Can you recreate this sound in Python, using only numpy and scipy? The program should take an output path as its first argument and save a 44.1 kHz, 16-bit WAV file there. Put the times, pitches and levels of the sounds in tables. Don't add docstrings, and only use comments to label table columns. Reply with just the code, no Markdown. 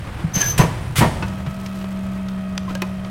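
import sys
import numpy as np
from scipy import signal
from scipy.fft import rfft, irfft
from scipy.io import wavfile

SR = 44100
rng = np.random.default_rng(int(sys.argv[2]) if len(sys.argv) > 2 else 0)


def bounce(signal):
    frames = np.transpose(np.atleast_2d(signal))
    limited = np.clip(frames, -1, 1)
    pcm = np.round(limited * 32767).astype(np.int16)
    wavfile.write(sys.argv[1], SR, pcm)


N = 136710
TIME = np.arange(N) / SR

# (frequency [Hz], relative level [dB])
CRACK_SPECTRUM = [(100, -2), (350, 13.5), (2500, 12.5), (4000, 5), (6200, -2.5), (9000, -17.5),
                  (16000, -29.5)]


def amp(db):
    return 10 ** (np.asarray(db) / 20)


def unit(x):
    return x / np.sqrt(np.mean(x ** 2) + 1e-20)


def curve(table, column=1):
    rows = np.array(table)
    return np.interp(TIME, rows[:, 0], rows[:, column])


def read(points, hz):
    f, value = np.transpose(points)
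    return np.interp(np.log(hz + 1), np.log(f + 1), value)


def add(mix, start, sound):
    part = mix[max(round(start * SR), 0):][:len(sound)]
    part += sound[:len(part)]


def colour(x, spectrum, tilt_db=0):
    hz = np.fft.rfftfreq(len(x), 1 / SR)
    gain = amp(read(spectrum, hz) + tilt_db * np.log2(hz + 20))
    return unit(irfft(rfft(x) * gain, len(x)))


def noise(spectrum, tilt_db=0, size=16384):
    return colour(rng.standard_normal(size), spectrum, tilt_db)


def drift(hz, size=N):
    rolloff = 1 + (np.fft.rfftfreq(N, 1 / SR) / hz) ** 2
    return unit(irfft(rfft(rng.standard_normal(N)) / rolloff, N))[:size]


def resonate(x, hz, width_hz):
    r = np.exp(-np.pi * width_hz / SR)
    return 2 * signal.lfilter([1 - r], [1, -r * np.exp(2j * np.pi * hz / SR)], x).real


def decay(t, t60):
    return np.exp(-np.log(1000) * np.maximum(t, 0) / t60)


def engine():
    # (multiple, level [dB])
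    orders = [(1, -50), (2, -42), (3, -43)]
    # (frequency [Hz], relative level [dB])
    rumble_spectrum = [(20, -45), (29, -40), (41, 5.5), (110, 10.5), (160, 4), (230, -12), (330, -48)]
    wash_spectrum = [(250, 5), (450, -2.5), (930, -3), (1500, -5.5), (2600, -11), (7000, -28), (9000, -25),
                     (16000, -44)]
    # (time [s], rumble level [dB], wash level [dB])
    levels = [(.3, -32, -34.5), (.72, -24.5, -34), (.93, -28, -37), (1.2, -26.5, -36), (1.7, -42.5, -39.5),
              (3.1, -36, -39)]
    firing_hz, throb_depth = 40.66, 0.11
    phase = 2 * np.pi * np.cumsum(firing_hz * (1 + 0.0082 * drift(1.25))) / SR
    firing = np.zeros(N)
    for k, db in orders:
        tone = np.sqrt(2) * np.cos(k * phase + 2 * np.pi * rng.random())
        firing += amp(db) * tone * (1 + 0.28 * drift(2.5))
    wash = noise(wash_spectrum, size=N) * (1 + throb_depth * np.cos(phase)) * amp(drift(15))
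    rumble = noise(rumble_spectrum, size=N)
    return firing + amp(curve(levels)) * rumble + amp(curve(levels, column=2)) * wash


def crinkle():
    # (time [s], level [dB])
    levels = [(.3, -52), (1.8, -46), (2.2, -52)]
    folds_per_s, grain_s = 1100, 0.002
    folds = (rng.random(N) < folds_per_s / SR) * amp(3 * np.minimum(rng.exponential(1, N), 4))
    grains = signal.lfilter([1], [1, -np.exp(-1 / (grain_s * SR))], folds) * rng.standard_normal(N)
    return amp(curve(levels)) * colour(grains, [(500, 5.5), (3000, -0.5), (16000, -11.5)])


def thumps():
    # (time [s], level [dB], pitch [Hz], t60 [s])
    blows = [(0.2405, -12, 161.7, 0.15), (0.3628, -12.5, 167, .04), (0.5941, -2, 151.6, 0.027),
             (0.6251, -10.5, 165, 0.14), (0.9854, -7.5, 127, .04), (1.061, -14, 159, 0.14),
             (1.469, -16, 146, .06)]
    rise_s, hold_s, push_hz = 0.0028, 0.011, 60
    out, t = np.zeros(N), TIME[:SR // 4]
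    air_push = amp(-15) * np.sin(2 * np.pi * push_hz * t)
    for start, db, hz, t60 in blows:
        boom = np.sin(2 * np.pi * hz * t) + air_push
        add(out, start, amp(db) * boom * np.minimum(t / rise_s, 1) * decay(t - hold_s, t60))
    return out


def blade_squeal():
    # (time [s], pitch [Hz], level [dB])
    squeal = [(.33, 5950, -63), (.341, 6200, -27), (.357, 6210, -18.5), (.375, 6230, -25),
              (.403, 6232, -28), (.418, 6265, -12.5), (.432, 6110, -25.5), (.51, 6170, -22),
              (.545, 6170, -36), (.585, 5900, -46), (.603, 6260, -24.5), (.675, 6140, -51)]
    jitter, roughness, rasp_hz, rasp_width_hz = 0.003, 0.31, 5540, 2100
    phase = 2 * np.pi * np.cumsum(curve(squeal) * (1 + jitter * drift(230))) / SR
    sliding = (TIME > squeal[0][0]) * (TIME < squeal[-1][0])
    level = sliding * amp(curve(squeal, column=2))
    octave = amp(-34.5) * np.tanh(level / amp(-23)) * (1 + 0.2 * drift(40))
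    tone = level * np.sin(phase) + octave * np.sin(2 * phase)
    out = np.sqrt(2) * tone * (1 + roughness * drift(120))
    out += level * amp(-20.5) * drift(150) * (np.sin(phase / 2) + np.sin(1.5 * phase))
    for _ in range(2):
        hiss = resonate(rng.standard_normal(N), rasp_hz, rasp_width_hz)
        out += level * amp(-16) * unit(resonate(hiss, rasp_hz, rasp_width_hz))
    return out


def blade_rubs():
    # (start [s], length [s], rise [s], level [dB], fade [dB], tilt [dB/octave])
    strokes = [(0.334, 0.29, 0.029, -27.5, -12, -1.5), (0.403, 0.046, 0.002, -28, -4, -0.5),
               (2.674, 0.075, 0.022, -31, -3, -3.5)]
    # (frequency [Hz], relative level [dB])
    spectrum = [(250, -1), (1000, -3), (3000, -2), (7500, -11.5), (10000, -14.5)]
    out = np.zeros(N)
    for start, length, rise, db, fade_db, tilt_db in strokes:
        hiss = noise(spectrum, tilt_db)
        t = TIME[:len(hiss)]
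        grit = hiss * amp(1.5 * drift(300, len(t)))
        level = amp(db + fade_db * np.minimum(t / length, 1) ** 2)
        ramps = np.clip(np.minimum(t / rise, 2 * (1 - t / length)), 0, 1)
        add(out, start, grit * level * ramps)
    return out


def creaks():
    # (start [s], length [s], pitch [Hz], glide [octaves], level [dB])
    bends = [(0.399, 0.15, 1682, -0.033, -23), (0.498, 0.13, 1268, -.2, -39.5), (.78, .33, 9440, -.04, -54),
             (2.676, 0.035, 1055, -0.14, -27.5), (2.697, 0.047, 1276, .3, -34.5)]
    jitter, roughness, peak_share = 0.026, 0.48, 0.18
    out = np.zeros(N)
    for start, length, hz, glide, db in bends:
        size = round(length * SR)
        progress = TIME[:size] / length
        pitch = hz * 2 ** (glide * progress) * (1 + jitter * drift(190, size))
        ring = unit(np.sin(2 * np.pi * np.cumsum(pitch) / SR) * (1 + roughness * drift(130, size)))
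        level = amp(db - 32 * np.maximum(progress - peak_share, 0))
        ramps = np.minimum(np.minimum(progress, 1 - progress) / peak_share, 1)
        add(out, start, ring * level * ramps)
    return out


def bursts():
    # (start [s], rush length [s], rush level [dB],
    # crash delay [s], crash rise [s], crash level [dB], crash tilt [dB/octave])
    bags = [(0.5768, 0.011, -18, 0.0145, 0.0019, -11, -0.64), (.956, 0.05, -18.5, .047, 0.013, -9, -0.93)]
    # (frequency [Hz], relative level [dB])
    rush_spectrum = [(200, 0.5), (900, -2), (2400, 2), (6000, -6.5), (9000, -3.5), (16000, -14.5)]
    crash_spectrum = [(24, -18), (45, 7.5), (130, 16), (1050, 1), (2300, -2.5), (4000, -11), (16000, -26)]
    # (frequency [Hz], width [Hz], relative level [dB])
    modes = [(655, 26, 1), (958, 163, 1.5), (1826, 41, 1.5)]
    crash_hold_s, crash_t60 = 0.023, 0.21
    out = np.zeros(N)
    for start, length, rush_db, delay, rise, crash_db, tilt_db in bags:
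        air = noise(rush_spectrum)
        t = TIME[:len(air)]
        swell = np.minimum(t / 0.002, 1) * amp(-7 * np.maximum(1 - 2 * t / length, 0))
        rush = air * swell * decay(t - 0.84 * length, t60=0.1) * amp(0.5 * drift(170, len(t)))
        add(out, start, amp(rush_db) * rush)
        grit = rng.standard_normal(len(t)) * amp(2 * drift(480, len(t)))
        rattle = colour(grit, crash_spectrum, tilt_db)
        steel = sum(amp(db) * resonate(rattle, hz, width) for hz, width, db in modes)
        envelope = np.minimum(t / rise, 1) * decay(t - crash_hold_s, crash_t60)
        add(out, start + delay, amp(crash_db) * unit(rattle + 1.8 * steel) * envelope)
    return out


def pump():
    # (time [s], pitch [Hz], level [dB])
    course = [(1.08, 189.6, -80), (1.22, 189.3, -30), (1.48, 192.9, -34.5), (2.0, 191.4, -29),
              (2.85, 188, -30), (3.1, 189.8, -33)]
    # (multiple, relative level [dB])
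    hum_orders = [(1, 3.5), (2, -27.5), (3, -42.5), (6, -27.5)]
    # (multiple, level [dB])
    whine_orders = [(1, -44.5), (2, -49), (3, -58.5), (4, -58), (5, -60.5)]
    phase = 2 * np.pi * np.cumsum(curve(course)) / SR
    shaft = phase / 3
    hum = sum(amp(db) * np.cos(k * phase) for k, db in hum_orders)
    hum *= amp(curve(course, column=2)) * (1 + 0.015 * drift(42))
    whine = np.zeros(N)
    for k, db in whine_orders:
        whine += amp(db) * np.cos(10 * k * shaft + 0.45 * drift(14)) * (1 + 0.25 * drift(20))
    throb = 1 + 0.6 * np.cos(shaft + drift(12))
    running = np.clip((TIME - course[0][0]) / 0.18, 0, 1)
    return np.sqrt(2) * running * (hum + whine * throb)


def knocks():
    # (time [s], level [dB], pitch [Hz])
    hits = [(1.2242, -21.5, 896), (2.752, -25.5, 560), (2.8195, -23, 864), (2.824, -24.5, 351.7)]
    # (multiple of the pitch, relative level [dB])
    modes = [(1, 1.5), (1.648, -4.5), (2.9, -1)]
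    out, t = np.zeros(N), TIME[:SR // 4]
    envelope = np.minimum(t / 0.00078, 1) * decay(t, t60=0.085)
    for start, db, hz in hits:
        ring = sum(amp(mode_db) * np.sin(2 * np.pi * ratio * hz * t + 0.4 * drift(50, len(t)))
                   for ratio, mode_db in modes)
        grit = amp(-8) * noise(CRACK_SPECTRUM, size=len(t))
        add(out, start, amp(db) * (unit(ring) + grit) * envelope)
    return out


def cracks():
    # (time [s], level [dB], t60 [s], tilt [dB/octave])
    snaps = [(1.2255, -23.5, 0.091, -3), (1.282, -37, 0.033, 11), (1.463, -30.5, 0.082, -2),
             (1.6617, -32, .035, 7.5), (1.8145, -36.5, 0.035, 1), (1.8425, -31, .03, -1.5),
             (2.285, -33.5, 0.035, 4.5), (2.578, -18, 0.013, 4.4), (2.751, -29.5, 0.02, 11),
             (2.82, -18, 0.025, -2.3), (2.8192, -24, 0.02, 15), (3.048, -31.5, .025, -0.5)]
    rise_s, hold_s = 0.0001, 0.0015
    out = np.zeros(N)
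    for start, db, t60, tilt_db in snaps:
        ring = noise(CRACK_SPECTRUM, tilt_db)
        t = TIME[:len(ring)]
        add(out, start, amp(db) * ring * np.minimum(t / rise_s, 1) * decay(t - hold_s, t60))
    return out


def echo(x):
    # (frequency [Hz], t60 [s])
    decay_times = [(8500, 0.89), (16000, 0.23)]
    hz, t, bands = signal.stft(rng.standard_normal(SR), SR, nperseg=256)
    tail = signal.istft(bands * decay(t, read(decay_times, hz)[:, None]), SR, nperseg=256)[1]
    tail *= np.minimum(TIME[:len(tail)] / 0.012, 1)
    return signal.fftconvolve(x, tail / np.linalg.norm(tail))[:N]


def scene():
    bags = bursts()
    load = knocks() + cracks() + crinkle() + thumps() + creaks()
    machine = engine() + pump() + blade_squeal() + blade_rubs()
    return (machine + bags + load + echo(amp(-11.5) * bags + amp(-17.5) * load))[None]


def record(dry):
    lowpass = signal.firwin(1023, 16000, window=("kaiser", 9), fs=SR)
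    return signal.oaconvolve(np.clip(dry, -1, 1), lowpass[None], "same")


dry = scene()
out = record(dry)
bounce(out)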